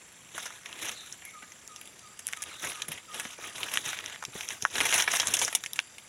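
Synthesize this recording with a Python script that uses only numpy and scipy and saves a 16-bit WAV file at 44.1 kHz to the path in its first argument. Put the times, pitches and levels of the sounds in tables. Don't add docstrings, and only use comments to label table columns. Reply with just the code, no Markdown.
import sys
import numpy as np
from scipy import signal
from scipy.fft import rfft, irfft, next_fast_len
from scipy.io import wavfile
from scipy.ndimage import uniform_filter1d

SR = 44100
rng = np.random.default_rng(int(sys.argv[2]) if len(sys.argv) > 2 else 0)


def master(y):
    cut = np.clip(np.atleast_2d(y).T, -1, 1)
    pcm = np.round(cut * 32767)
    wavfile.write(sys.argv[1], SR, pcm.astype(np.int16))


N = 268128
MID_PRESS_DB = -46


def from_db(db):
    return 10 ** (np.asarray(db) / 20)


def unit_rms(x):
    return x / np.sqrt(np.mean(x ** 2) + 1e-20)


def flatten(x, span_s=0.042):
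    return x / np.sqrt(np.abs(uniform_filter1d(x ** 2, int(span_s * SR))) + 1e-12)


def add(out, start_s, sound):
    at = max(round(start_s * SR), 0)
    out[at:at + len(sound)] += sound[:N - at]


def drift(rate_hz):
    knots = rng.standard_normal(4096)
    return unit_rms(np.interp(np.arange(N) / SR * rate_hz, np.arange(len(knots)), knots))


def band(x, low_hz, high_hz):
    sos = signal.butter(2, [low_hz, min(high_hz, SR / 2 - 100)], "band", fs=SR, output="sos")
    return signal.sosfilt(sos, x)


def resonate(x, hz, width):
    corners_hz = np.minimum([hz / (1 + width), hz * (1 + width)], 0.49 * SR)
    low, high = np.tan(np.pi * corners_hz / SR)
    span, centre = high - low, high * low
    return signal.lfilter([span, 0, -span], [1 + span + centre, 2 * centre - 2, 1 - span + centre], x)


def colour(x, spectrum):
    size = 2 * next_fast_len(len(x) // 2 + 2048)
    hz, db = np.transpose(spectrum)
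    bin_hz = np.arange(size // 2 + 1) * SR / size
    gain = from_db(np.interp(np.log(bin_hz + 1), np.log(hz), db))
    cepstrum = irfft(np.log(gain))[:size // 2]
    response = np.exp(2 * rfft(cepstrum, size) - cepstrum[0])
    return irfft(rfft(x, size) * response)[:len(x)]


def among_trees(x, t60_s, wet_db):
    t = np.arange(SR // 2) / SR
    tail = rng.standard_normal(len(t)) * from_db(-60 * t / t60_s) * (t > 0.003)
    return x + from_db(wet_db) * signal.fftconvolve(x, tail / np.linalg.norm(tail))[:N]


def forest_air(level_db):
    # f/Hz, level/dB
    spectrum = [(25, -11), (45, -2.5), (85, 7.5), (200, 8), (330, 3), (800, 1), (1300, -0.5), (2200, 4.5),
                (3300, -5), (5000, -2.5), (10000, -1), (16000, -10.5)]
    return from_db(level_db) * unit_rms(colour(rng.standard_normal(N), spectrum))


def insects(flutter_db, wander_hz, voices=4, fade_in_s=0.96):
    # entry t/s, f/Hz, width/Hz, level/dB
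    choruses = [(-1, 7440, 440, -54), (0.97, 4800, 100.3, -59.5), (-1, 4400, 170, -64),
                (-1, 8400, 280, -65)]
    out, t = 0, np.arange(N) / SR
    for start_s, hz, width_hz, db in choruses:
        centre_hz = hz + wander_hz * drift(5.4)
        voices_hz = [centre_hz + width_hz / 2 * drift(600) for _ in range(voices)]
        whine = sum(np.sin(2 * np.pi * np.cumsum(voice_hz) / SR) for voice_hz in voices_hz)
        fade_in = np.clip((t - start_s) / fade_in_s, 0, 1)
        out += unit_rms(whine) * from_db(db + flutter_db * drift(30)) * fade_in
    return out


def whistles(notes, gain_db, slide_power):
    out, waver = np.zeros(N), 0.06 * drift(600)
    for start_s, length_s, first_hz, last_hz, db, rasp in notes:
        progress = np.linspace(0, 1, int(length_s * SR))
        hz = last_hz + (first_hz - last_hz) * (1 - progress) ** slide_power
        hz *= 1 + rasp * waver[int(start_s * SR):][:len(hz)]
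        swell = np.abs(np.sin(np.pi * progress ** 0.83))
        add(out, start_s, from_db(db + gain_db) * swell * np.sin(2 * np.pi * np.cumsum(hz) / SR))
    return out


def piping_bird(length_s=0.0715, first_hz=1357, last_hz=1212, rasp=0.2):
    # t/s, level/dB
    calls = [(1.331, -42.5), (1.686, -46), (2.022, -48.5), (2.359, -45), (2.735, -42.5), (3.076, -42),
             (3.411, -44)]
    notes = [(start_s, length_s, first_hz, last_hz, db, rasp) for start_s, db in calls]
    return whistles(notes, gain_db=-0.5, slide_power=3.26)


def bird_slurs():
    # t/s, length/s, first f/Hz, last f/Hz, level/dB, rasp/0-1
    calls = [(0.935, 0.11, 4500, 3680, -39.5, .9), (1.225, 0.097, 2470, 2060, -45, 0.85),
             (2.47, .14, 4470, 3580, -44.5, 0.69)]
    return whistles(calls, gain_db=-2.0, slide_power=1.8)


def foot_thuds(grit, gain_db, size=5000):
    # t/s, level/dB, f/Hz, give time/s
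    steps = [(0.345, -45, 334, .006), (1.425, -50, 238, 0.0043), (2.882, -44, 159, 0.011),
             (3.252, -44.5, 228, 0.0057), (3.385, -43, 486, 0.004), (3.861, -50, 147, 0.011),
             (4.278, -48, 129, 0.0065), (4.352, -37, 170, 0.0036), (4.624, -42, 130, 0.0062),
             (4.809, -37.5, 297, 0.0053), (5.135, -26.5, 693, 0.0029), (5.267, -46.5, 94, 0.016),
             (5.414, -26, 954, 0.0033)]
    out, t = np.zeros(N), np.arange(size) / SR
    for start_s, db, hz, give_s in steps:
        grains = unit_rms(band(rng.standard_normal(size), hz / 1.75, hz * 3.1))
        push = np.sin(2 * np.pi * hz * t) + grit * grains
        envelope = t / give_s * np.exp(1 - t / give_s)
        add(out, start_s, from_db(db + gain_db) * push * envelope)
    return out


def leaf_pressing(attack_s=0.03, settle_s=0.032, stir_db=-59, stir_edge_db=-60.5):
    # t/s, hold/s, level/dB, edges re blades/dB
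    presses = [(0.362, 0.086, -44.5, -1.5), (.51, 0.052, -51, -4), (.67, 0.15, -49.5, -7),
               (0.821, 0.085, -39, -2), (.98, .16, -54.5, 0.5), (1.261, 0.049, -61.5, 2.5),
               (1.72, .15, -65.5, -6), (2.28, 0.13, -53.5, -2), (2.468, 0.077, -47, -6),
               (2.634, 0.066, -40, 0.5), (2.74, 0.086, -46.5, -4.5), (2.922, 0.026, -46, -5.5),
               (3.151, 0.007, -42, -4), (3.19, 0.021, -43.5, 0.5), (3.24, 0.093, -47.5, -2.5),
               (3.43, 0.06, -44, -2.5), (3.572, 0.045, -44, 0), (3.62, 0.085, -42, -5.5),
               (3.736, 0.033, -37.5, 0), (3.865, 0.034, -36, -2), (3.93, 0.064, -42.5, -7),
               (4.04, 0.099, -44.5, -7), (4.359, 0.084, -44, -1), (4.505, 0.026, -42.5, -0.5),
               (4.635, 0.014, -50, 3.5), (4.766, 0.15, -33.5, -2), (4.939, 0.067, -28, -1.5),
               (5.08, 0.047, -37.5, -13), (5.135, 0.027, -32.5, 2), (5.2, 0.021, -36, -4.5),
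               (5.271, 0.031, -36, 0.5), (5.34, 0.029, -38.5, -3), (5.426, 0.013, -36.5, 5.5),
               (5.48, 0.088, -47.5, 0.5), (5.64, 0.011, -53, 3.5), (5.765, 0.023, -50, -1)]
    t = np.linspace(0, N / SR, 2000)
    blade_power, edge_power = from_db(stir_db) ** 2, from_db(stir_edge_db) ** 2
    for start_s, hold_s, db, crisp_db in presses:
        falloff = np.maximum(start_s - t, 0) / attack_s + np.maximum(t - start_s - hold_s, 0) / settle_s
        power = (from_db(db) * np.exp(-falloff)) ** 2
        blade_power += power
        edge_power += power * from_db(crisp_db) ** 2
    return [np.interp(np.arange(N) / SR, t, 10 * np.log10(p)) for p in (blade_power, edge_power)]


def crumple(rate_per_s, spread_db=2.5, clump_db=2.0, width=0.11, bands=22):
    onsets = rng.random(N) < rate_per_s / SR
    strengths = from_db(spread_db * np.minimum(rng.exponential(1, N), 4)) * rng.choice([-1, 1], N)
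    buckles = flatten(onsets * strengths, span_s=0.09)
    sliding = rng.standard_normal((2, N)) / np.sqrt(bands)
    out, leaf_band = 0, rng.integers(0, bands, N)
    for k, hz in enumerate(np.geomspace(400, 14000, bands)):
        contact = from_db(1.5 * drift(15) + 2.5 * drift(110))
        drive = buckles * (leaf_band == k) + sliding[k % 2]
        out += contact * band(drive, hz / (1 + width), hz * (1 + width))
    return out * from_db(clump_db * drift(120))


def leaf_rustle(blade_db, edge_db):
    # f/Hz, level/dB
    blade_spectrum = [(200, -36), (500, -7), (900, -1), (1600, 2.5), (2400, 3.5), (3800, 3.5), (4800, -4),
                      (6500, -28)]
    edge_spectrum = [(3000, -44), (4500, -17), (6000, 3), (8000, 4), (10500, 0), (16000, -1.5)]
    litter_spectrum = [(40, -32), (80, -1), (160, -3), (350, 1.5), (600, 0.5), (1000, -16), (2000, -42)]
    push_db = blade_db - MID_PRESS_DB
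    litter_db = -60 + 0.91 * push_db + 3.8 * drift(25)
    grains = crumple(rate_per_s=4500 * from_db(0.5 * push_db))
    blades = from_db(blade_db + 0.86) * flatten(colour(grains, blade_spectrum))
    edges = from_db(edge_db + 3.0) * flatten(colour(grains, edge_spectrum))
    litter = from_db(litter_db) * flatten(colour(rng.standard_normal(N), litter_spectrum))
    return blades + edges + litter


def stalk_breaks(blade_db, spread_db=2, spread_oct=0.35, slots=360):
    jitter, chance = rng.random((slots, 2)).T
    scatter = rng.standard_normal((slots, 5)).clip(-2, 2).T
    start_s = (np.arange(slots) + jitter) / slots * (N - 1) / SR
    press_db = blade_db[(start_s * SR).astype(int)]
    body_db = press_db - 1.0 + spread_db * scatter[0]
    body_hz = 2560 * 2 ** (spread_oct * scatter[1])
    edge_db = press_db - 3.5 + spread_db * scatter[2]
    edge_hz = 5000 * 2 ** (spread_oct * scatter[3])
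    splinter_s = 0.0021 * 2 ** scatter[4]
    rows = np.column_stack([start_s, body_db, body_hz, edge_db, edge_hz, splinter_s])
    rate_per_s = 10 * from_db(0.4 * (press_db - MID_PRESS_DB))
    return rows[chance < rate_per_s * N / SR / slots]


def twig_snaps(stalks, body_gain_db, ragged_db, hollow_hz, leafy_s, size=1500, spurts=50):
    # t/s, body level/dB, body f/Hz, edge level/dB, edge f/Hz, decay/s
    breaks = [(.3795, -37, 1160, -37, 7900, 0.0041), (.4563, -38.5, 1550, -34, 5600, 0.012),
              (.505, -46.5, 950, -63, 6200, .003), (.6587, -40, 2250, -42.5, 6440, 0.0037),
              (.7283, -41, 3230, -51, 5600, 0.00063), (1.1251, -65, 1530, -37, 6200, .003),
              (1.221, -48.5, 1900, -58, 6500, 0.0053), (1.252, -50, 2330, -39.5, 11400, 0.0036),
              (1.4241, -45, 1660, -49, 7000, 0.011), (1.52, -51.5, 2000, -47, 6300, 0.0049),
              (1.677, -59, 3200, -41.5, 6650, 0.00052), (1.7613, -46.5, 3260, -41.5, 5300, 0.006),
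              (1.8127, -48, 2240, -42, 11400, .003), (1.856, -52, 2600, -48, 10200, .004),
              (1.8745, -51, 3300, -48, 9800, 0.0017), (1.992, -52.5, 3220, -46.5, 6550, 0.0027),
              (2.1915, -47.5, 1930, -37.5, 7700, 0.007), (2.269, -43, 3400, -27, 10200, 0.00046),
              (2.279, -50, 2300, -35, 8750, 0.0022), (2.2868, -43, 1770, -36.5, 7900, 0.0014),
              (2.3273, -44.5, 1640, -37, 7800, 0.0017), (2.3339, -33.5, 1920, -38, 7200, 0.0013),
              (2.3717, -47, 1900, -40, 8300, 0.0019), (2.4212, -50, 1920, -34, 7700, .0008),
              (2.4248, -42, 2360, -31.5, 7850, 0.0038), (2.4378, -43, 2830, -37, 8600, 0.0014),
              (2.6376, -34, 2000, -40, 8000, 0.03), (2.7184, -39, 2720, -46, 6800, 0.0035),
              (2.8199, -30, 3920, -38, 5150, .003), (2.883, -43, 2020, -32, 10160, 0.006),
              (2.918, -36.5, 2420, -31, 11200, 0.0079), (2.9768, -42, 2070, -46.5, 7560, 0.009),
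              (3.144, -39, 2720, -38, 9500, .008), (3.1984, -36.5, 1980, -30.5, 8450, 0.0041),
              (3.252, -39.5, 2060, -50, 6500, 0.0034), (3.441, -41.5, 2500, -50, 7000, .006),
              (3.5567, -39.5, 3460, -57, 5100, 0.0066), (3.6317, -30, 3035, -36, 6200, 0.0018),
              (3.7379, -33, 2520, -29, 10000, 0.0034), (3.7733, -24.5, 2090, -30, 9200, 0.00078),
              (3.9307, -34.5, 1730, -40, 5700, 0.0032), (3.989, -36.5, 2460, -39, 5600, 0.0013),
              (4.0609, -37.5, 3480, -36.5, 4870, 0.00043), (4.16, -44, 2360, -64, 5600, 0.00091),
              (4.2251, -38, 1320, -43, 6500, 0.0039), (4.239, -41.5, 1200, -44, 7000, 0.0018),
              (4.251, -35, 3516, -31.5, 5480, 0.0014), (4.4088, -36, 2700, -38, 6500, 0.00091),
              (4.4885, -42.5, 2600, -31.5, 5860, 0.00042), (4.5056, -37, 2480, -54, 8000, 0.0018),
              (4.6228, -40, 2720, -29, 5640, 0.0047), (4.6515, -21.5, 1460, -41, 4300, 0.00067),
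              (4.7554, -30, 2580, -44, 7560, 0.0042), (4.8043, -24.5, 2660, -31, 7500, .007),
              (4.8095, -26, 2010, -34, 8200, .009), (4.854, -26.5, 2290, -25.5, 7750, 0.0099),
              (4.9262, -25.5, 2220, -28.5, 7600, 0.0037), (4.9415, -29, 2640, -22.5, 9100, 0.0079),
              (4.9786, -32, 2330, -28, 8100, 0.0054), (5.0225, -31, 2760, -25, 6000, .0033),
              (5.0774, -23.5, 1720, -40, 7500, 0.004), (5.1164, -33, 2774, -26, 5900, 0.0032),
              (5.1368, -31, 1700, -37, 7700, 0.0049), (5.169, -35, 1860, -27.5, 6160, .0027),
              (5.1995, -20, 4100, -25, 5010, 0.0029), (5.2178, -34, 2940, -31, 6500, 0.0067),
              (5.2308, -34.5, 1223, -42, 6000, 0.0022), (5.271, -37, 1960, -23, 7420, .005),
              (5.3385, -26.5, 3180, -18, 7200, 0.0043), (5.345, -29, 3270, -24, 8100, .007),
              (5.3682, -33, 3270, -25.5, 6400, .0027), (5.3905, -33, 3250, -23.5, 6470, 0.0066),
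              (5.4157, -25, 3300, -23, 7250, 0.016), (5.449, -46, 3350, -25.5, 5640, .003),
              (5.4793, -33.5, 1470, -32.5, 5300, 0.0036), (5.527, -36.5, 2070, -36, 9700, 0.0092),
              (5.5503, -26, 3330, -17, 8260, 0.0044), (5.638, -36.5, 2600, -33.5, 7100, 0.0018),
              (5.6615, -35, 2470, -34.5, 6260, 0.0021), (5.7332, -37.5, 3780, -30.5, 11500, 0.0018),
              (5.7593, -45, 2340, -37.5, 7550, .006), (5.791, -23, 2310, -36, 5340, 0.00085),
              (5.8009, -40, 3600, -39.5, 6700, 0.00081), (5.9828, -44.5, 3030, -42.5, 8200, 0.0048)]
    out, t = np.zeros(N), np.arange(size) / SR
    for start_s, body_db, body_hz, edge_db, edge_hz, splinter_s in [*breaks, *stalks]:
        ragged = from_db(ragged_db * np.repeat(rng.uniform(-1, 1, spurts), size // spurts))
        fracture = 0.17 * rng.standard_normal(size) * ragged * np.exp(-t / splinter_s)
        fracture[0] = rng.choice([-1, 1])
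        leafy = np.tanh(splinter_s / leafy_s)
        low_cut_hz = body_hz / (0.98 + 7.5 * leafy)
        body = unit_rms(band(resonate(fracture, body_hz, width=0.18), low_cut_hz, 9900))
        for leaf_mode_hz in body_hz * rng.uniform(0.612, 1.56, 3):
            body += 0.35 * leafy * unit_rms(resonate(fracture, leaf_mode_hz, width=0.015))
        hollow = unit_rms(resonate(fracture, hollow_hz, width=0.33))
        body += leafy ** 2 * from_db(-10) * hollow
        edge = band(resonate(fracture, edge_hz, width=0.19), 4340, SR / 2)
        snap = from_db(body_db + body_gain_db) * unit_rms(body) + from_db(edge_db) * unit_rms(edge)
        add(out, start_s, snap * np.sqrt(0.01 * SR / size))
    return out


def scene():
    blade_db, edge_db = leaf_pressing()
    leaves = leaf_rustle(blade_db, edge_db)
    feet = foot_thuds(grit=0.98, gain_db=-2.0)
    piping = among_trees(piping_bird(), t60_s=0.49, wet_db=-4)
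    slurs = among_trees(bird_slurs(), t60_s=0.52, wet_db=-2)
    background = forest_air(level_db=-56) + insects(flutter_db=1.8, wander_hz=55.1)
    stalks = stalk_breaks(blade_db)
    twigs = twig_snaps(stalks, body_gain_db=2.0, ragged_db=9.5, hollow_hz=965, leafy_s=0.0029)
    undergrowth = among_trees(leaves + twigs, t60_s=0.048, wet_db=-14.5)
    return (background + piping + slurs + feet + undergrowth)[None]


def record(dry):
    # f/Hz, gain/dB
    response = [(30, 0), (3700, -1), (4200, -7), (4550, -12), (5000, -4), (5700, 2.5), (6700, -1),
                (8000, -9), (10300, 1), (11400, -3), (12300, -13), (13900, -18), (14800, -12), (16000, -14)]
    low_pass = signal.ellip(10, 0.1, 80, 16000, fs=SR, output="sos")
    return signal.sosfilt(low_pass, colour(dry[0], response))[None]


dry = scene()
out = record(dry)
master(out)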